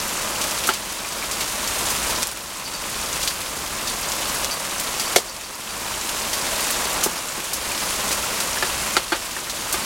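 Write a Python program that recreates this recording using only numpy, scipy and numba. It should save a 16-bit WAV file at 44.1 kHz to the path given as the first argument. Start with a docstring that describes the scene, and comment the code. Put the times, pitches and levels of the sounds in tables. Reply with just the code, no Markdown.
"""Beside a house wall, in a hailstorm on paving, grass and a wooden fence.
Over a low rumble, countless far impacts superpose into a hiss, while nearer ones tick and patter.
A few stones strike close by: they crack on stone or excite the damped modes of twigs, metal, boards
and a ledge, and the wall reflects these blows. The fall is nearly steady, but each hard blow makes
the recorder's gain control duck, hold and creep back."""
import sys
import numpy as np
from scipy import signal
from scipy.fft import rfft, irfft
from scipy.io import wavfile
from scipy.ndimage import minimum_filter1d
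from numba import njit

SR = 44100
rng = np.random.default_rng(int(sys.argv[2]) if len(sys.argv) > 2 else 0)


def store_wav(level_fs):
    """Save 16-bit WAV to argv[1]."""
    pcm = np.round(np.clip(np.atleast_2d(level_fs), -1, 1) * 32767)
    wavfile.write(sys.argv[1], SR, pcm.T.astype(np.int16))


N = 434385
TIME = np.arange(N) / SR
AGE = TIME[:SR // 3]  # seconds since an impact


def undb(db):
    """Decibels to amplitude ratio."""
    return 10 ** (np.asarray(db) / 20)


def unit(x):
    """Normalisation to rms 1."""
    return x / np.sqrt(np.mean(x ** 2))


def curves(rows):
    """Linear interpolation of each column over time."""
    s, *columns = np.transpose(rows)
    return [np.interp(TIME, s, c) for c in columns]


def colour(x, spectrum):
    """Minimum-phase filtering to a given spectrum, with unit power gain."""
    size = 4096
    hz, db = np.transpose(spectrum)
    gain = undb(np.interp(np.log(np.fft.rfftfreq(size, 1 / SR) + 1), np.log(hz), db))
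    cepstrum = irfft(np.log(gain))
    cepstrum[1:size // 2] *= 2
    cepstrum[size // 2 + 1:] = 0
    response = irfft(np.exp(rfft(cepstrum)))
    return signal.fftconvolve(x, response / np.linalg.norm(response))[:len(x)]


def bandpass(x, order, low_hz, high_hz):
    """Butterworth band-pass filtering."""
    return signal.lfilter(*signal.butter(order, [low_hz, high_hz], "bandpass", fs=SR), x)


def ring(hz, t60):
    """Free vibration of a damped mode, falling 60 dB in t60 seconds."""
    return np.sin(2 * np.pi * hz * AGE) * np.exp(-np.log(1000) * AGE / t60)


def burst(t60):
    """White noise in exponential decay."""
    return rng.standard_normal(len(AGE)) * np.exp(-np.log(1000) * AGE / t60)


def add(out, s, sound):
    """Superposition of a sound starting at s seconds."""
    i = int(s * SR)
    out[i:i + len(sound)] += sound[:N - i]


def walk(per_s):
    """Interpolated noise: a slow wandering with a spread near 1."""
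    step = int(SR / per_s)
    count = N // step + 2
    return np.interp(TIME, np.arange(count) * step / SR, rng.standard_normal(count))


def impacts(per_s, spread_db):
    """A Poisson process of impacts: many small, a few large."""
    falls = rng.random(N) < per_s / SR
    size = undb(spread_db * np.minimum(rng.standard_exponential(N), 5))
    return unit(falls * size * rng.choice([-1, 1], N))


def scatter(x, t60, tail_db):
    """Scattering: fragments and reflections trail each impact, decaying alike in all bands."""
    power = signal.fftconvolve(x ** 2, np.exp(-2 * np.log(1000) * AGE / t60))[:N]
    tail = unit(np.sqrt(np.abs(power)) * rng.standard_normal(N))
    return unit(x + undb(tail_db) * tail)


# The rumble's spectrum. Each row: frequency in Hz, spectral density in dB.
RUMBLE_SPECTRUM = [(15, -15), (30, 1), (45, 2), (75, -3), (130, -3), (200, -3.5), (300, -7.5), (700, -24)]
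# The rumble's strength. Each row: time in seconds, level in dB.
RUMBLE_LEVELS = [(0, -39.5), (1.3, -41), (2, -37), (3.5, -37.5), (4.5, -39), (6, -38.5), (7.5, -40.5),
                 (8.2, -39), (8.75, -38), (9.3, -38.5), (9.85, -37)]


def rumble():
    """Low outdoor noise, with a drone that wavers by random frequency and amplitude modulation."""
    level_db, = curves(RUMBLE_LEVELS)
    drone_hz = 58 + 4 * walk(per_s=14)
    drone = np.sin(2 * np.pi * np.cumsum(drone_hz) / SR) * (1 + .44 * walk(per_s=15))
    noise = colour(rng.standard_normal(N), RUMBLE_SPECTRUM)
    return undb(level_db) * (unit(noise) + undb(-9.5) * unit(drone))


# Hail on paving. Each row: frequency in Hz, spectral density in dB.
HISS_SPECTRUM = [(300, -12.5), (1000, -2.5), (1900, -1.5), (2600, 1), (3600, 0), (5000, 0), (7000, 0.2),
                 (9500, -1.5), (12000, -6), (15800, -12)]


def paving():
    """Shot noise: far stones merge into a wash; nearer ones tick, each size in its own band."""
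    wash = impacts(per_s=9000, spread_db=2)
    near = scatter(impacts(per_s=80, spread_db=2.6), t60=.08, tail_db=7)
    chips = 0
    for hz in np.geomspace(2000, 13000, num=7):
        stones = scatter(impacts(per_s=70, spread_db=2.8), t60=.05, tail_db=5)
        chips += bandpass(stones, 1, hz / 2 ** .25, hz * 2 ** .25)
    hail = wash + undb(-6) * near + undb(-5) * unit(chips)
    return unit(colour(hail, HISS_SPECTRUM))


# Hail on wood and roofs. Each row: frequency in Hz, spectral density in dB.
PATTER_SPECTRUM = [(110, -20.5), (210, -2.5), (275, -6.5), (375, -3), (435, -5), (585, 0), (750, -3.5),
                   (900, -1), (1040, 0.5), (1380, -3), (1800, -7), (2600, -10.5), (5000, -30)]


def fence():
    """Filtered shot noise: stones drum on wood and roofs further off in a dull, dense patter."""
    blows = scatter(impacts(per_s=1500, spread_db=2), t60=.06, tail_db=2)
    flicker_db = .4 * walk(per_s=12)
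    return unit(colour(blows * undb(flicker_db), PATTER_SPECTRUM))


# The modes of a piece of metal. Each row: frequency in Hz, level in dB, t60 in seconds.
METAL_MODES = [(3850, -11, .12), (4398, -4, .18), (4544, 0, .21), (4696, 0, .23), (4830, -9, .14),
               (5233, -7, .19), (6040, -7, .19)]


def tinkle():
    """Convolution of small impacts with the metal's impulse response keeps it ringing."""
    response = sum(undb(db) * ring(hz, t60) for hz, db, t60 in METAL_MODES)
    return unit(signal.fftconvolve(impacts(per_s=25, spread_db=2), response)[:N])


# The fall's strength. Each row: time in seconds, hiss level in dB, patter in dB relative to the hiss.
FALL_LEVELS = [(0, -27.4, -3.5), (.6, -26.5, -4.5), (1.45, -26.5, -3.5), (1.8, -24.5, -4),
               (2.2, -25.5, -4.5), (2.7, -25, -4), (3.2, -25.5, -5), (3.6, -27, -3.5), (4.2, -26.5, -3),
               (4.8, -24.5, -3.5), (6.1, -26, -4), (6.68, -23, -4.5), (6.95, -26, -1.5), (7.5, -26.5, -5.5),
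               (8.15, -24, -4), (8.9, -25, -4), (9.4, -23.5, -5.5), (9.85, -25, -4)]


def hailfall():
    """Incoherent summation: hiss, patter and faint tinkle swell together with the fall."""
    hiss_db, patter_db = curves(FALL_LEVELS)
    return undb(hiss_db) * (paving() + undb(patter_db) * fence() + undb(-22.5) * tinkle())


# Light stones on twigs and leaves. Each row: start in seconds, level in dB, pitch in Hz.
TWIG_TAPS = [(1.048, -18, 2440), (1.226, -14, 2340), (3.273, -21, 2420), (6.169, -22, 1110),
             (7.715, -15.5, 2430), (8.239, -16, 1350), (8.572, -15, 1730), (8.955, -17, 2430)]


def taps():
    """Heavy damping: a struck twig or leaf rings for only an instant."""
    out = np.zeros(N)
    for s, db, hz in TWIG_TAPS:
        add(out, s, undb(db) * (ring(hz, t60=.019) + undb(-12) * burst(t60=.0057)))
    return out


# Breaking ice. Each row: frequency in Hz, spectral density in dB.
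CRACK_SPECTRUM = [(200, -17), (1000, -13), (2500, -3), (4500, 2.5), (8000, 1), (11000, -2), (16000, -17)]


def crack(t60):
    """Brittle fracture: a breaking hailstone gives a bright burst of noise."""
    return colour(burst(t60), CRACK_SPECTRUM)


def modal_ring(modes, detune):
    """Modal superposition, with alternating signs and slightly different tuning at each blow."""
    stretch = 1 + detune * rng.standard_normal(len(modes))
    return sum((-1) ** k * undb(db) * ring(hz * stretch[k], t60)
               for k, (hz, db, t60) in enumerate(modes))


def strikes(events, modes, detune, crack_db, crack_t60):
    """Impulsive excitation: each blow rings an object's modes as the stone cracks."""
    out = np.zeros(N)
    for s, db in events:
        add(out, s, undb(db) * (modal_ring(modes, detune) + undb(crack_db) * crack(crack_t60)))
    return out


# Stones on the metal. Each row: start in seconds, level in dB.
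METAL_PINGS = [(1.405, -33), (2.652, -27), (2.737, -27), (3.276, -28.5), (3.873, -30), (4.509, -25),
               (4.995, -31), (5.055, -32), (5.28, -30), (5.44, -31), (5.69, -31), (6.331, -31)]


def pings():
    """Light damping: the metal's high modes ring on past the crack."""
    return strikes(METAL_PINGS, METAL_MODES, detune=.001, crack_db=-2, crack_t60=.1)


# Close stones on hard ground; the row at 0.677 s is the wall's echo of the tick just before it. Each row: start
# in seconds, snap in dB, shatter in dB, pitch in Hz.
GROUND_TICKS = [(.413, -9, -11.5, 5100), (.511, -3, -18, 6600), (.638, -8, -11.5, 3000),
                (0.67, -9, -13, 7950), (.677, -4, -20, 8000), (.737, -4, -9.5, 4460),
                (1.313, -1, -16, 6900), (1.406, -11, -9.5, 4370), (1.674, -19, -12, 5000),
                (1.902, -4, -12.5, 8500), (2.2305, 4.5, -19, 6540), (2.2715, 5.5, -18, 9000),
                (2.315, 0, -19, 9000), (3.229, -7, -11, 5000), (3.276, 1.5, -10, 4740),
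                (3.873, -11, -13, 5000), (4.119, -0.5, -17, 6040), (4.446, 2.5, -19, 5800),
                (4.797, -10, -13, 9000), (4.996, -9, -10, 5740), (6.331, -11, -11.5, 5200),
                (6.705, -2, -14, 9100), (7.037, 1, -6, 7700), (7.532, -7, -10, 7500),
                (8.114, -13, -13, 6000), (8.401, -13, -12, 6000), (8.968, 3, -22, 4050),
                (9.497, -7, -8, 4700), (9.725, -10, -7.5, 8100)]


def ticks():
    """Brief, stiff contact: ice on stone snaps for about a cycle, then shatters around that pitch."""
    out = np.zeros(N)
    rise_s = .001
    for s, snap_db, shatter_db, hz in GROUND_TICKS:
        snap = ring(hz, t60=5 / hz)
        fragments = (burst(t60=.042) + undb(-6.5) * burst(t60=.16)) * (1 - np.exp(-AGE / rise_s))
        spray = bandpass(fragments, 1, hz / 1.7, min(hz * 1.52, .45 * SR))
        add(out, s, undb(snap_db) * snap + undb(shatter_db) * spray)
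    return signal.sosfilt(signal.butter(2, 1500, "highpass", fs=SR, output="sos"), out)


# A board's modes. Each row: frequency in Hz, level in dB, t60 in seconds.
BOARD_MODES = [(245, -14, 0.13), (374, -8.5, 0.083), (545, -22, .054), (670, -23, .06), (756, -10, 0.074),
               (871, -11, 0.099), (1110, -30, .05), (1224, -4.5, 0.036), (1457, -13, 0.057),
               (1614, -6.5, .073), (2035, -13, 0.056), (2850, -11, 0.076), (3130, -13, 0.055),
               (3420, -8.5, 0.036), (4290, -6.5, .035), (4580, -5.5, 0.068)]
# Stones on boards. Each row: start in seconds, level in dB, pitch of the struck spot in Hz,
# contact cut-off in Hz, board level in dB relative to the spot.
BOARD_KNOCKS = [(0.6896, -3, 1330, 2980, -8.5), (7.0624, -6.5, 400, 1000, -8), (7.378, -18, 355, 600, -1),
                (8.625, -9.5, 1757, 3500, -6), (8.9668, -6.5, 1370, 4350, -3.5),
                (9.12, -6.5, 1560, 3370, -1), (9.127, -6.5, 336, 2960, -2), (9.365, -14.5, 1820, 3070, -5),
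                (9.74, -12.5, 1180, 3000, -2)]


def knocks():
    """Contact as a low-pass filter: the struck spot rings over board modes, duller for a soft blow."""
    out = np.zeros(N)
    for s, db, spot_hz, contact_hz, board_db in BOARD_KNOCKS:
        excited = [(hz, mode_db - 10 * np.log10(1 + (hz / contact_hz) ** 4), t60)
                   for hz, mode_db, t60 in BOARD_MODES]
        board = modal_ring(excited, detune=.014)
        rattle = bandpass(burst(t60=.18), 2, 300, max(contact_hz, 500))
        splinter_db = -18.5 + 5 * np.log2(contact_hz / 3000)  # harder contacts splinter more
        splinters = undb(splinter_db) * crack(t60=.091)
        spot = ring(spot_hz, t60=.027)
        add(out, s, undb(db) * (spot + undb(board_db) * (board + rattle) + splinters))
    # a narrow board radiates little bass
    return signal.sosfilt(signal.butter(4, 190, "highpass", fs=SR, output="sos"), out)


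# A hard ledge's modes. Each row: frequency in Hz, level in dB, t60 in seconds.
LEDGE_MODES = [(238, -19, 0.1), (379, -5, .081), (452, -3, 0.089), (564, -4, 0.075), (715, .5, 0.03),
               (1380, -7, .024), (1770, -5, 0.02), (2180, -2, 0.05), (3260, -10, 0.046), (3536, -5, 0.04),
               (4320, -19, 0.15), (4800, -20, .07), (6030, -10, .077), (6490, -18, .056), (7190, -30, .041),
               (11740, -7.5, .03)]
# One big stone and its bounce. Each row: start in seconds, level in dB.
LEDGE_BLOWS = [(5.1607, -5.5), (5.183, -15)]


def slam():
    """Broadband excitation: a big stone rings a very near ledge from bass to treble and rebounds."""
    return strikes(LEDGE_BLOWS, LEDGE_MODES, detune=.0032, crack_db=-2, crack_t60=.11)


def wall(x, lag_s=.0058, reflection_db=-7):
    """Comb filtering: the house wall's reflection interferes with the direct sound."""
    return x + undb(reflection_db) * np.pad(x, (int(lag_s * SR), 0))[:N]


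def scene():
    """Superposition of hailfall, rumble and close blows, the same in both ears."""
    storm = hailfall()
    close = ticks() + knocks() + taps() + slam() + pings()
    mono = storm + rumble() + wall(close)
    return np.array([mono, mono])


@njit
def follow(x, rise, fall):
    """First-order lag with separate time constants up and down, in samples."""
    y, now = np.empty(len(x)), 0.
    for i in range(len(x)):
        now += (x[i] - now) / (rise if x[i] > now else fall)
        y[i] = now
    return y


def gain_control(x, threshold_db=-6, attack_s=.026, hold_s=.39, release_s=.31):
    """Limiting: a peak over the threshold pulls the gain down by its excess; it holds, then recovers."""
    excess_db = 20 * np.log10(np.maximum(np.abs(x).max(axis=0) / undb(threshold_db), 1))
    size = int(hold_s * SR)
    held_db = -minimum_filter1d(-excess_db, size, mode="constant", origin=(size - 1) // 2)
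    return x * undb(-follow(held_db, attack_s * SR, release_s * SR))


def record(dry):
    """Overload: hard blows outrun the gain control and clip; a steep low-pass cuts the top."""
    clipped = np.clip(gain_control(dry), -1, 1)
    return signal.sosfilt(signal.ellip(10, .2, 90, 15900, fs=SR, output="sos"), clipped)


dry = scene()
out = record(dry)
store_wav(out)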